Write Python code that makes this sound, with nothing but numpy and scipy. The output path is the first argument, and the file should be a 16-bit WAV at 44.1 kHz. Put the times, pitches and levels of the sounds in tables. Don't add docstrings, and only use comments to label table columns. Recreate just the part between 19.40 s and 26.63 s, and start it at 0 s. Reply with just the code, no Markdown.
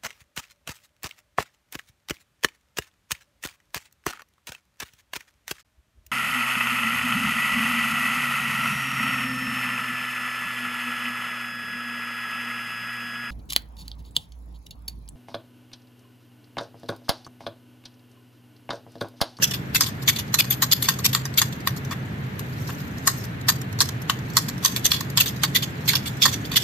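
import sys
import numpy as np
from scipy import signal
from scipy.fft import rfft, irfft, next_fast_len
from scipy.io import wavfile
from scipy.ndimage import uniform_filter1d, minimum_filter1d, map_coordinates

SR = 44100
rng = np.random.default_rng(int(sys.argv[2]) if len(sys.argv) > 2 else 0)


def store_pcm(level_fs):
    pcm = np.round(np.clip(level_fs, -1, 1) * 32767).astype(np.int16)
    wavfile.write(sys.argv[1], SR, np.atleast_2d(pcm).T)


N = 318843

# f/Hz, level/dB per Hz
TRAFFIC_SPECTRUM = [(20, -62), (72, -11), (126, -2), (280, -13), (376, -21), (1180, -26.5), (1710, -22.5),
                    (4210, -38.5), (4940, -47), (11000, -57), (12000, -45), (14200, -58), (14320, -95)]
# f/Hz, likeness/1
TRAFFIC_LIKENESS = [(60, 1), (290, 0.91), (640, -0.091), (1400, -0.34), (3000, 0.036)]
# f/Hz, width/Hz, relative level/dB
HUM_MODES = [(129.6, 7, -1), (428, 29, -21.5)]
# t/s, traffic level/dB, shears left minus right/dB, blade ring trim/dB
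DRIFTS = [(0, -32.5, 2, 2.5), (4, -31.5, 2, -1), (7.23, -30.5, -1, 3.5)]
# t/s, level/dB
RUSTLE_LEVEL = [(0, -59), (2.2, -58.5), (2.9, -60.5), (3.3, -46.5), (3.55, -57.5), (3.8, -44), (3.95, -67),
                (4.6, -60), (5.3, -56), (7.23, -51)]
# f/Hz, level/dB per Hz
TWIG_SPECTRUM = [(500, -60), (3000, -17), (4000, 1.5), (5200, -1.5), (6800, -0.5), (8500, -8.5),
                 (11000, -13.5), (14300, 0.5)]
# f/Hz, level/dB per Hz
STEM_SPECTRUM = [(600, -74), (1900, -1), (2500, -1), (3200, 5.5), (4300, -28)]
# f/Hz, level/dB per Hz
LEAF_SPECTRUM = [(9000, -45), (11300, -5), (11800, 10), (14300, -13)]
# f/Hz, width/Hz, relative level/dB
HANDLE_MODES = [(1108, 155, -0.5), (1592, 91, -4), (1843, 81, -1)]
# f/Hz, width/Hz, relative level/dB
BLADE_MODES = [(3480, 130, 0), (4580, 130, -7)]
# t/s, twig crunch/dB, hold/s
TICK_EVENTS = [(0.488, -35, .004), (0.621, -39.5, 0.015), (0.879, -46, .003), (1.044, -37, .011),
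               (1.588, -36.5, 0.017), (1.8538, -29, 0.0071), (1.94, -41, .004), (2.0838, -45, .003),
               (2.2035, -42, .003), (2.363, -39, 0.016), (2.45, -39.5, 0.0032), (2.9934, -34.5, 0.0038),
               (3.202, -55, .002), (3.403, -42.5, .003), (3.5824, -47.5, .003), (3.837, -41.5, 0.016),
               (4.012, -44, .003), (4.216, -36, 0.0022), (4.327, -38.5, 0.0022), (4.389, -35, .003),
               (4.489, -27.5, 0.001), (4.6196, -39, .002), (4.789, -42.5, .003), (4.901, -41.5, .003),
               (4.9338, -42, .003), (5.0833, -31.5, 0.014), (5.18, -41.5, .004), (5.608, -29, 0.0034),
               (5.701, -37, 0.0031), (5.964, -41.5, .003), (6.456, -44, 0.012), (6.77, -42, .004)]
# t/s, twig crunch/dB, drag/s, leaf drive/dB re crunch
SCRAPE_EVENTS = [(0.11, -30, 0.0043, -5), (0.1363, -28.5, 0.011, -20), (0.435, -27.5, .0053, -15),
                 (0.462, -30, 0.012, -8), (0.761, -24.5, 0.0025, -23), (0.787, -27.5, .0098, -15),
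                 (1.1062, -23.5, 0.0012, 5), (1.121, -31, 0.014, -28), (1.424, -23.5, 0.00062, 5.5),
                 (1.44, -30, 0.019, -23), (1.73, -27, 0.0026, 1), (2.1257, -38, .0023, -20),
                 (5.3625, -23, 0.0038, -4), (5.858, -30, 0.034, -19), (6.224, -26.5, 0.014, -12),
                 (6.5534, -21.5, 0.0079, -14), (6.6572, -30, 0.023, -15), (6.888, -29, .005, -17),
                 (6.926, -29.5, 0.015, -27), (7.048, -35.5, 0.0061, -21), (7.22, -32, .008, -14)]
# t/s, twig crunch/dB, bite/s, handle drive/dB re crunch, stem drive/dB re crunch
CLACK_EVENTS = [(0.4082, -12.5, 0.0067, -10, -25), (0.679, -26, 0.0032, -1.5, 0),
                (0.9411, -15.5, 0.0068, -5.5, -18), (1.2219, -19.5, 0.017, -4.5, -17),
                (1.4864, -12.5, 0.0083, -7, -11), (1.7493, -14, .0011, -4, -7),
                (2.0163, -16, 0.0035, -5.5, -12), (2.273, -20.5, 0.0013, -1.5, -11),
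                (2.5098, -39, 0.026, 5.5, -1), (3.2885, -44.5, 0.018, 8, -10),
                (3.673, -12.5, 0.0096, -2.5, -32), (4.085, -13, 0.012, -6, -15.5),
                (4.405, -16, 0.016, -9.5, -26), (4.6972, -23, 0.0031, 2, -5), (4.969, -11, 0.0077, -8, -17),
                (5.226, -38, 0.0068, -3, -10), (5.248, -10, .012, -11, -11.5),
                (5.517, -9.5, 0.0037, -10.5, -5.5), (5.774, -17.5, 0.0094, -7, -4.5),
                (6.035, -13.5, 0.0011, -3.5, -5), (6.534, -26.5, .002, 3.5, 0),
                (6.8546, -17, 0.0088, 0, -16), (7.116, -37, 0.028, -1, 1)]
# t/s, twig crunch/dB, bite/s, t60/s, blade drive/dB re crunch
SLICE_EVENTS = [(0.022, -12, 0.02, 0.037, -17), (0.348, -14.5, .019, 0.023, -5.5),
                (0.678, -15.5, 0.015, 0.064, .5), (0.9878, -14, 0.019, 0.018, 0),
                (1.315, -14, .02, 0.016, -0.5), (1.645, -13, 0.0195, 0.017, -16),
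                (1.9763, -12, 0.02, 0.018, 0), (5.446, -13, .019, 0.033, -3),
                (5.7985, -15.5, .012, 0.065, -7), (6.149, -17.5, .017, 0.06, 5.5),
                (6.478, -16, 0.016, 0.096, -1), (6.819, -12.5, 0.011, .094, 3.5),
                (7.159, -10, 0.016, 0.031, 1.5)]
# f/Hz, left minus right/dB
PORT_DIFFERENCE = [(600, -0.5), (2000, 1), (3500, -2.5), (6500, -7.5), (8500, -1), (11000, 3.5), (13000, 8)]

PORT_TOP_HZ, TOP_HZ = 14300, 15500
SNAPS_PER_S = 8000
SLICE_KNOCK_DB, SLICE_STEMS_DB, SLICE_LEAVES_DB = -22, -3, -8
CLACK_RING_DB, CLACK_LEAVES_DB = 3.5, -16.5
CLACK_RING_DB_PER_STEM_DB = 0.73
SCRAPE_KNOCK_DB, SCRAPE_STEMS_DB, SCRAPE_RING_DB = -14.5, -5.5, -0.5
TICK_KNOCK_DB, TICK_STEMS_DB, TICK_RING_DB, TICK_LEAVES_DB = -5.5, -16.5, -12, -16
SLICE_START_DB, CLACK_START_DB, SCRAPE_START_DB, TICK_START_DB = -7, 4, 0, 3
# (t60/s after an instant stop, t60 lost/s per s of bite)
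CLACK_TAIL, SCRAPE_TAIL = (0.062, 1.6), (0.067, 0.44)
SHORTEST_T60_S, TICK_T60_S = 0.017, 0.03
BITE_DB_PER_S, SOFT_BITE_DB_PER_S = 20000, 9000
COLOUR_DB = 5


def amp(db):
    return 10 ** (np.asarray(db) / 20)


def unit(x):
    return x / np.sqrt(np.mean(x ** 2) + 1e-20)


def along(points, hz):
    f, v = np.transpose(points)
    return np.interp(np.log(hz + 1), np.log(f + 1), v)


def curves(rows):
    s, *cols = np.transpose(rows)
    return [np.interp(np.arange(N) / SR, s, c) for c in cols]


def wobble(knots_per_s):
    knots = rng.standard_normal(int(N * knots_per_s / SR) + 4)
    return map_coordinates(knots, [np.arange(N) * knots_per_s / SR])


def filtered(x, response):
    m = next_fast_len(N + SR // 2)
    return irfft(rfft(x, m) * response(np.fft.rfftfreq(m, 1 / SR)), m)[..., :N]


def modes(table):
    def shape(f):
        total = 0
        for k, (centre, width, db) in enumerate(table):
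            damping = 1j * f * width
            total = total + (-1) ** k * amp(db) * damping / (centre * centre - f * f + damping)
        return total

    return lambda f: shape(f) / np.sqrt(np.mean(np.abs(shape(f)) ** 2))


def rush(spectrum, likeness):
    def response(hz):
        angle = np.arccos(np.clip(along(likeness, hz), -1, 1)) / 2
        return amp(along(spectrum, hz)) * [np.cos(angle), np.sin(angle)]

    mid, side = filtered(rng.standard_normal((2, N)), response)
    return unit(np.array([mid + side, mid - side]))


def background():
    wash = rush(TRAFFIC_SPECTRUM, TRAFFIC_LIKENESS)
    hum = amp(-6.0) * unit(filtered(rng.standard_normal(N), modes(HUM_MODES)))
    return amp(curves(DRIFTS)[0]) * (wash + hum)


def clippings(cuts):
    t = np.arange(SR // 3) / SR
    tail = rng.standard_normal((2, len(t))) * amp(-60 * t / 0.27)
    scattered = signal.fftconvolve(cuts, tail / np.linalg.norm(tail[0]), axes=1)[:, :N]
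    return scattered * unit(amp(2.5 * wobble(120)))


def contacts():
    def tail_s(rule, hold):
        return max(rule[0] - rule[1] * hold, SHORTEST_T60_S)

    events = []
    for s, db, hold, t60, ring in SLICE_EVENTS:
        events.append((s, db, hold, t60, SLICE_START_DB,
                       SLICE_KNOCK_DB, SLICE_STEMS_DB, ring, SLICE_LEAVES_DB))
    for s, db, hold, knock, stems in CLACK_EVENTS:
        ring = CLACK_RING_DB + CLACK_RING_DB_PER_STEM_DB * stems
        events.append((s, db, hold, tail_s(CLACK_TAIL, hold), CLACK_START_DB,
                       knock, stems, ring, CLACK_LEAVES_DB))
    for s, db, hold, hiss in SCRAPE_EVENTS:
        events.append((s, db, hold, tail_s(SCRAPE_TAIL, hold), SCRAPE_START_DB,
                       SCRAPE_KNOCK_DB, SCRAPE_STEMS_DB, SCRAPE_RING_DB, hiss))
    for s, db, hold in TICK_EVENTS:
        events.append((s, db, hold, TICK_T60_S, TICK_START_DB,
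                       TICK_KNOCK_DB, TICK_STEMS_DB, TICK_RING_DB, TICK_LEAVES_DB))
    return events


def strokes():
    forces = np.zeros((5, N + SR))
    lead = SR // 50
    t = np.arange(-lead, SR // 4) / SR
    before = np.minimum(t, 0)
    for s, db, hold, t60, start_db, *shares_db in contacts():
        bite_db_per_s = SOFT_BITE_DB_PER_S if start_db < -4 else BITE_DB_PER_S
        graze = amp(-18 + before * 1100) * (t < 0)
        onset = amp(before * bite_db_per_s) + graze
        bite_db = start_db * np.clip(1 - t / hold, 0, 1)
        decay_db = -60 * np.maximum(t - hold, 0) / t60
        force = amp(db + bite_db + decay_db) * onset
        forces[:, round(s * SR):][:, :len(t)] += force * amp([0, *shares_db])[:, None]
    return forces[:, lead:lead + N]


def snaps(forces, spectra):
    when, pitch = rng.random((2, N * SNAPS_PER_S // SR))
    life, size, left, right, lag = rng.standard_normal((5, len(when)))
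    at = (when * N).astype(int)
    hz = pitch * PORT_TOP_HZ
    t = np.arange(144) / SR
    power = sum((force[at] * unit(amp(along(points, hz)))) ** 2 for force, points in zip(forces, spectra))
    strength = np.sqrt(power * 8 / SNAPS_PER_S) * unit(amp(0.81 * size))
    tau_s = np.minimum(0.00035 * np.exp(0.4 * life[:, None]), 0.00055)
    swell = t / tau_s * np.exp(-t / tau_s) / np.sqrt(tau_s)
    where = (at[:, None] + np.arange(len(t))).ravel()
    ears = []
    for side, phase in ((left, 0 * lag), (right, lag * hz / 1500)):
        ring = swell * np.sin(2 * np.pi * hz[:, None] * t + phase[:, None])
        rows = ring * (strength * amp(1.76 * side))[:, None]
        ears.append(np.bincount(where, rows.ravel(), N)[:N])
    return np.array(ears)


def coloured(x):
    z = signal.stft(x, nperseg=512, noverlap=384)[2]
    field = rng.standard_normal(z.shape[1:])
    field = uniform_filter1d(field, size=3, axis=0)
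    field = uniform_filter1d(field, size=8, axis=1)
    gain = unit(amp(COLOUR_DB * unit(field)))
    return signal.istft(z * gain, nperseg=512, noverlap=384)[1][:, :N]


def shears():
    _, pan_db, ring_trim_db = curves(DRIFTS)
    twigs, knock, stems, scrape, leaves = strokes() * unit(amp(2.2 * wobble(400)))
    rustle = amp(curves(RUSTLE_LEVEL)[0] + 2.4 * wobble(90))
    fibre_forces = [twigs + rustle, stems, leaves + 0.23 * rustle]
    crunch = coloured(snaps(fibre_forces, [TWIG_SPECTRUM, STEM_SPECTRUM, LEAF_SPECTRUM]))
    jolts = rng.standard_normal((2, 3, N))
    handle_jolts = knock * (jolts[0, 0] + 0.3 * jolts[0, 1:])
    handles = amp(-1.5) * filtered(handle_jolts, modes(HANDLE_MODES))
    blade_jolts = scrape * (0.34 * jolts[1, 0] + jolts[1, 1:])
    blades = amp(ring_trim_db - 5.0) * filtered(blade_jolts, modes(BLADE_MODES))
    return (crunch + handles + blades) * amp([pan_db / 2, -pan_db / 2])


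def scene():
    cuts = shears()
    return background() + amp(-14.5) * clippings(cuts) + cuts


def record(dry):
    def ports(hz):
        tilt_db = along(PORT_DIFFERENCE, hz) / 2
        top_db = np.interp(hz, [PORT_TOP_HZ - 150, PORT_TOP_HZ + 150, TOP_HZ], [0, -28, -38])
        return amp([tilt_db, -tilt_db]) * amp(top_db)

    x = filtered(dry, ports)
    need = np.minimum(1, 0.97 / (np.abs(x).max(axis=0) + 1e-9))
    held = minimum_filter1d(need, size=800, origin=250)
    gain = uniform_filter1d(held, size=300)
    return filtered(x * gain, lambda hz: hz < TOP_HZ)


dry = scene()
out = record(dry)
store_pcm(out)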